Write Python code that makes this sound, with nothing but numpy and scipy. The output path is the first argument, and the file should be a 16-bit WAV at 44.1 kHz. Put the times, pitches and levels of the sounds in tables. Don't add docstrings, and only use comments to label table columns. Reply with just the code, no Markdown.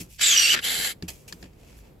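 import sys
import numpy as np
from scipy.fft import rfft, irfft, next_fast_len
from scipy.io import wavfile
from scipy.ndimage import map_coordinates

SR = 44100
rng = np.random.default_rng(int(sys.argv[2]) if len(sys.argv) > 2 else 0)


def master(y):
    cut = np.clip(np.atleast_2d(y).T, -1, 1)
    pcm = np.round(cut * 32767)
    wavfile.write(sys.argv[1], SR, pcm.astype(np.int16))


N = 88200

# (frequency [Hz], width [Hz], gain [dB])
HOUSING_MODES = [(1660, 120, -6), (2154, 200, -2), (2660, 60, -2), (3040, 140, 0.5), (3180, 45, -11.5),
                 (3890, 220, -3.5), (4280, 55, -3), (4670, 230, -1), (6000, 190, -6), (7450, 130, -1.5),
                 (7900, 110, -2.5), (7730, 130, -0.5), (10180, 50, 1)]
# (frequency [Hz], relative level [dB])
DRIVE_TONES = [(8441, -15.5), (10163, -24.5), (14298, -24.5), (15331, -36.5)]
# (frequency [Hz], left-right correlation [-1..1])
SHEAR_COHERENCE = [(100, .85), (300, 0.95), (640, -.1), (1400, -0.067), (2600, 0.46), (6800, 0.44),
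                   (15000, 0.68)]
MESH_HZ, SHAFT_HZ = 799.6, 85.55

def gears(stroke, spectrum, jitter, size_db, hiss_db, shaft_db, ring_db, whine_db):
    t, count = clock(), 2400
    strikes = (np.arange(count) + jitter * rng.standard_normal(count)) * SR / MESH_HZ
    sizes = amp(size_db * rng.standard_normal((2, count))) * rng.choice([-1, 1], (2, count))
    teeth = np.array([np.bincount(np.abs(strikes).astype(int), row, N)[:N] for row in sizes])
    shaft = np.sin(2 * np.pi * np.cumsum(SHAFT_HZ * (1 + .055 * wobble(25))) / SR)
    sliding = amp(hiss_db) * rng.standard_normal((2, N))
    force = (unit(teeth) + sliding) * amp(shaft_db * shaft + .8 * wobble(130))
    housing = lambda hz: amp(along(spectrum, hz)) * (1 + amp(ring_db) * resonances(HOUSING_MODES, hz))
    whir = stereo(force, housing, SHEAR_COHERENCE)
    whine = sum(amp(db + 2 * wobble(4.7)) * np.sin(2 * np.pi * hz * t + .3 * wobble(23))
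                for hz, db in DRIVE_TONES)
    return amp(curves(stroke)[0]) * during(stroke) * (whir + amp(whine_db) * whine)


# (time [s], level [dB])
CLOSING_STROKE = [(.175, -65), (.192, -39), (.203, -38), (.213, -19.5), (.235, -21), (.33, -20), (.45, -21),
                  (.546, -20), (.556, -38.5), (.594, -39.5), (.605, -73.5), (.62, -85)]
OPENING_STROKE = [(.603, -54.5), (.617, -43), (.624, -38.5), (.638, -34), (.644, -24), (.7, -25.5),
                  (.75, -25.5), (.815, -27), (.86, -24), (.89, -29), (.92, -33), (.94, -57.5), (.99, -80)]
# (frequency [Hz], density [dB])
LOADED_SPECTRUM = [(40, -47), (130, -29.5), (300, -13.5), (800, -12.5), (960, -36), (1150, -9.5),
                   (1600, -3), (2400, 2.5), (3200, 2.5), (4000, -1), (4350, -1), (4700, 1.5), (5250, -3.5),
                   (5900, 0.5), (6600, -3.5), (7600, 1), (8400, -11.5), (10200, -11), (12500, -6),
                   (13700, -22.5), (14200, -31.5), (16000, -51.5)]
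FREE_SPECTRUM = [(120, -25), (200, -9.5), (366, -10), (432, -0.5), (623, -10), (806, -1), (916, -16),
                 (1740, -1), (2130, 1), (2420, -6), (3020, -1.5), (4200, -0.5), (5840, -9.5), (7410, -1),
                 (8580, -19.5), (9060, -19.5), (9930, 1), (10500, -5), (12800, -3.5), (14900, -35),
                 (16000, -74)]

def gear_strokes():
    closing = gears(CLOSING_STROKE, LOADED_SPECTRUM, jitter=.12, size_db=2.5,
                    hiss_db=-2.5, shaft_db=.5, ring_db=-5, whine_db=-3.5)
    opening = gears(OPENING_STROKE, FREE_SPECTRUM, jitter=.093, size_db=.5,
                    hiss_db=2, shaft_db=-1.4, ring_db=1.5, whine_db=-7)
    return closing + opening


def stick_slip(stroke, roughness, flutter_db, scatter_db):
    hz, *levels_db = curves(stroke)
    jitter = roughness * (hz / 3000) ** 1.535
    out = np.zeros((2, N))
    for harmonic, db in enumerate(levels_db, 1):
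        slip = lambda: np.sin(2 * np.pi * harmonic * np.cumsum(hz * (1 + jitter * wobble(1100))) / SR)
        tone = slip() + amp(scatter_db) * np.array([slip(), slip()])
        flutter = amp(flutter_db * np.tanh(wobble(210)))
        out += amp(db) * during(stroke) * unit(tone * flutter)
    return out


# (time [s], pitch [Hz], fundamental [dB], octave [dB])
CUT_SQUEAL = [(.205, 3612, -50, -46), (.232, 3815, -22.5, -20), (.26, 3744, -24, -20.5),
              (.3, 3474, -25, -19), (.335, 3200, -20, -22.5), (.37, 2914, -25, -25.5),
              (.41, 2896, -23.5, -26.5), (.455, 2725, -19.5, -28), (.515, 2940, -25, -35.5),
              (.545, 2934, -23.5, -46), (.56, 2870, -51.5, -58)]
PARTING_RUB = [(.625, 2907, -34, -60.5), (.648, 2990, -29.5, -42), (.7, 3650, -30.5, -44),
               (.75, 3740, -47, -48.5), (.82, 4120, -39.5, -55), (.87, 3790, -40, -36),
               (.92, 3690, -52, -57)]

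def blade_squeals():
    cutting = stick_slip(CUT_SQUEAL, roughness=.04, flutter_db=3, scatter_db=-8)
    parting = stick_slip(PARTING_RUB, roughness=.08, flutter_db=1.5, scatter_db=-12)
    return cutting + parting


# (frequency [Hz], width [Hz], level [dB])
BLADE_MODES = [(4540, 93, -25.5), (8480, 12, -32)]
# (time [s], length [s], pitch [Hz], level [dB])
SQUEAKS = [(0.3666, 0.0081, 2920, -16), (0.3786, 0.011, 5745, -14), (.385, 0.005, 5770, -14),
           (0.3853, .006, 2900, -16), (0.398, 0.012, 5780, -15), (0.506, 0.011, 2997, -16.5),
           (0.521, 0.01, 2945, -16)]

def blade_song():
    w = 2 * np.pi * clock()
    modes = sum(amp(db) * (wobble(2 * width) * np.sin(w * hz) + wobble(2 * width) * np.cos(w * hz))
                for hz, width, db in BLADE_MODES)
    squeaks = sum(amp(db) * swell(s, length / 1.7) * np.sin(w * hz + .3 * wobble(400))
                  for s, length, hz, db in SQUEAKS)
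    return modes * swell(centre_s=.44, half_width_s=.09) + np.sqrt(2) * squeaks


# (time [s], level [dB])
CRACKS = [(.531, -22), (.539, -20), (.546, -19), (.562, -22), (0.573, -22), (.589, -22)]
# (frequency [Hz], density [dB])
FIBRE_SPECTRUM = [(30, -36.5), (90, -3), (200, -6), (400, -1), (950, -12.5), (1600, 6), (2600, 1.5),
                  (4000, -3), (6500, -17), (12000, -25), (16000, -45)]

def fibre_cracks():
    snaps = sum(amp(db) * burst(s, attack_s=.00074, t60_s=.043) for s, db in CRACKS)
    return snaps * grit(FIBRE_SPECTRUM, SHEAR_COHERENCE, grains_per_s=5000, noise_db=1)


# (time [s], relative click level [dB], relative thud level [dB])
KNOCKS = [(.002, -50.5, -32.5), (.778, -41, -38.5), (1.024, -26.5, -27), (1.0849, -35.5, -49),
          (1.094, -36.5, -48), (1.3246, -25, -41), (1.4266, -35.5, -39.5), (1.441, -43.5, -45)]
# (time [s], relative level [dB])
TICKS = [(0.1942, -28), (0.2109, -21.5), (1.3316, -37.5), (1.46, -49), (1.5327, -56), (1.7276, -47),
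         (1.7598, -58), (1.7876, -50)]
# (frequency [Hz], density [dB])
CLICK_SPECTRUM = [(400, -11), (900, -5.5), (1750, 0), (2500, -8), (3400, -0.5), (4900, 0.5), (6200, -9.5),
                  (7200, -4), (8500, -18), (12000, -15), (16000, -25.5)]
# (frequency [Hz], width [Hz], gain [dB])
CLICK_MODES = [(1726, 130, 3.5), (4600, 300, -1.5), (6990, 160, 3)]
# (frequency [Hz], level [dB], t60 [s])
GROUND_MODES = [(89.5, -1.5, .11), (177.1, 0, 0.14), (263, 0.5, 0.062), (318, -5.5, 0.11),
                (377, -3.5, 0.062)]
# (frequency [Hz], left-right correlation [-1..1])
GROUND_COHERENCE = [(60, .9), (180, 1), (550, 0.15), (1650, .15), (4970, 0.43), (15000, 0.48)]

def knocks_and_ticks():
    hits = [(s, db) for s, db, _ in KNOCKS] + TICKS
    envelope = sum(amp(db) * burst(s, attack_s=.0012, t60_s=.012) for s, db in hits)
    clicks = envelope * grit(CLICK_SPECTRUM, GROUND_COHERENCE, grains_per_s=6000, noise_db=-5.5)
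    thuds = sum(amp(db) * ring(s, GROUND_MODES, attack_s=.006) for s, _, db in KNOCKS)
    return amp(4) * filtered(clicks, lambda hz: 1 + resonances(CLICK_MODES, hz)) + amp(3) * thuds


# (time [s], relative spray level [dB], t60 [s], treble tilt [dB/octave], relative thump level [dB])
CRUNCHES = [(0, -35.5, .14, 2.5, -46), (1.025, -46.5, 0.12, -2.5, -35), (1.08, -32, 0.13, 1, -35.5),
            (1.125, -54, 0.65, 2.5, -59), (1.277, -41, 0.16, 0.5, -57), (1.327, -48.5, 0.097, 2.5, -43),
            (1.427, -45, 0.19, -4.5, -50)]
# (frequency [Hz], density [dB])
SOIL_SPECTRUM = [(200, -2.5), (700, 0), (1300, -11.5), (2600, 5.5), (3800, -4.5), (5000, -0.5), (7000, 0),
                 (10000, -3), (12000, -3), (14500, -10.5), (16000, -20)]
# (frequency [Hz], level [dB], t60 [s])
THUMP_MODE = [(67.2, 3.5, 0.2)]

def soil_crunches():
    sprays = sum(amp(db + 1.5 + 1.8 * wobble(260)) * burst(s, attack_s=.0017, t60_s=t60)
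                 * grit(SOIL_SPECTRUM, GROUND_COHERENCE, grains_per_s=1500, noise_db=3, tilt_db=tilt)
                 for s, db, t60, tilt, _ in CRUNCHES)
    thumps = sum(amp(db) * ring(s, THUMP_MODE, attack_s=.0083) for s, *_, db in CRUNCHES)
    return sprays + thumps


# (time [s], length [s], level [dB], treble tilt [dB/octave])
RUSTLES = [(.135, 0.093, -50.5, 3), (1.394, .12, -59.5, 2.5), (1.712, 0.3, -57.5, -1.6),
           (1.786, .06, -58.5, 9), (1.858, 0.1, -60, -4.5)]

def litter():
    return sum(amp(db + 1.4 * wobble(90)) * swell(s, length / 1.6)
               * grit(SOIL_SPECTRUM, GROUND_COHERENCE, grains_per_s=340, noise_db=3, tilt_db=tilt)
               for s, length, db, tilt in RUSTLES)


# (frequency [Hz], density [dB])
RUMBLE_SPECTRUM = [(15, -43.5), (25, -18.5), (34, -8.5), (50, 1.5), (75, -2), (110, -7), (170, -11),
                   (300, -32.5), (800, -69.5)]
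HISS_SPECTRUM = [(60, -26), (130, -1), (210, -1), (440, -3), (900, -14.5), (1440, -20), (2600, -23.5),
                 (5100, -29), (6300, -32.5), (14400, -28), (16000, -38)]
# (frequency [Hz], left-right correlation [-1..1])
RUMBLE_COHERENCE = [(60, .92)]
# (time [s], level [dB])
HISS_LEVEL = [(0, -50.5), (.09, -57), (.16, -73), (.22, -53.5), (1, -53.5), (1.5, -54.5), (2, -56)]
RUMBLE_DB = -52.5

def outdoor_air():
    def noise(spectrum, coherence):
        return stereo(rng.standard_normal((2, N)), lambda hz: amp(along(spectrum, hz)), coherence)
    rumble = amp(RUMBLE_DB + .8 * wobble(7)) * noise(RUMBLE_SPECTRUM, RUMBLE_COHERENCE)
    hiss = amp(curves(HISS_LEVEL)[0] + 1.3 * wobble(10)) * noise(HISS_SPECTRUM, GROUND_COHERENCE)
    return rumble + hiss


# (delay [s], gain [dB])
ECHOES = [(.0012, -19.5), (.00345, -17), (.00433, -15.5), (.0056, -15.5), (.0079, -14.5), (.0088, -16.5)]

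def with_echoes(x):
    return filtered(x, lambda hz: 1 + sum(amp(db) * np.exp(-2j * np.pi * hz * s) for s, db in ECHOES))


def amp(db):
    return 10 ** (np.asarray(db) / 20)


def unit(x):
    return x / np.sqrt(np.mean(x ** 2) + 1e-20)


def clock():
    return np.arange(N) / SR


def along(points, hz):
    knots_hz, values = np.transpose(points)
    return np.interp(np.log(hz + 1), np.log(knots_hz + 1), values)


def curves(rows):
    times_s, *columns = np.transpose(rows)
    return [np.interp(clock(), times_s, column) for column in columns]


def during(rows):
    return (clock() >= rows[0][0]) & (clock() <= rows[-1][0])


def wobble(knots_per_s):
    return map_coordinates(rng.standard_normal(8192), [clock() * knots_per_s], mode="wrap")


def filtered(x, response):
    size = next_fast_len(N + SR // 2)
    return irfft(rfft(x, size) * response(np.fft.rfftfreq(size, 1 / SR)), size)[..., :N]


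def stereo(pair, colour, coherence):
    angle = lambda hz: np.arccos(np.clip(along(coherence, hz), -.99, .99)) / 2
    mid, side = filtered(pair, lambda hz: colour(hz) * [np.cos(angle(hz)), np.sin(angle(hz))])
    return unit(np.array([mid + side, mid - side]))


def grit(spectrum, coherence, grains_per_s, noise_db, tilt_db=0):
    grains = rng.standard_normal((2, N)) * (rng.random(N) < grains_per_s / SR)
    pair = unit(grains) + amp(noise_db) * rng.standard_normal((2, N))
    colour = lambda hz: amp(along(spectrum, hz) + tilt_db * np.log2(np.maximum(hz, 500)))
    return stereo(pair, colour, coherence)


def burst(start_s, attack_s, t60_s):
    age_s = np.maximum(clock() - start_s, 0)
    return (1 - np.exp(-age_s / attack_s)) * 1000. ** (-age_s / t60_s)


def swell(centre_s, half_width_s):
    return np.exp(-2 * ((clock() - centre_s) / half_width_s) ** 2)


def ring(start_s, modes, attack_s):
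    return sum(amp(db) * burst(start_s, attack_s, t60)
               * np.sin(2 * np.pi * hz * (1 + .015 * rng.standard_normal()) * (clock() - start_s))
               for hz, db, t60 in modes)


def resonances(modes, hz):
    return sum(amp(db) * 1j * hz * width / (centre ** 2 - hz ** 2 + 1j * hz * width)
               for centre, width, db in modes)


# (frequency [Hz], left minus right [dB])
SHEAR_PAN = [(200, 2), (700, 1.5), (1290, 10), (2380, 0.5), (4400, -3), (8100, 0.5), (15000, -.5)]

def scene():
    shear = amp(-.88) * with_echoes(gear_strokes() + blade_squeals() + fibre_cracks()) + blade_song()
    panned = filtered(shear, lambda hz: amp(np.outer([.5, -.5], along(SHEAR_PAN, hz))))
    return panned + knocks_and_ticks() + with_echoes(soil_crunches() + litter()) + outdoor_air()


# (frequency [Hz], gain [dB])
TREBLE_NOTCH = [(8450, -0.5), (8750, -4.5), (8950, -26.5), (9300, -23.5), (9650, -1)]
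BAND_LIMIT_HZ = 15900

def record(dry):
    return filtered(dry, lambda hz: amp(along(TREBLE_NOTCH, hz)) * (hz < BAND_LIMIT_HZ))


dry = scene()
out = record(dry)
master(out)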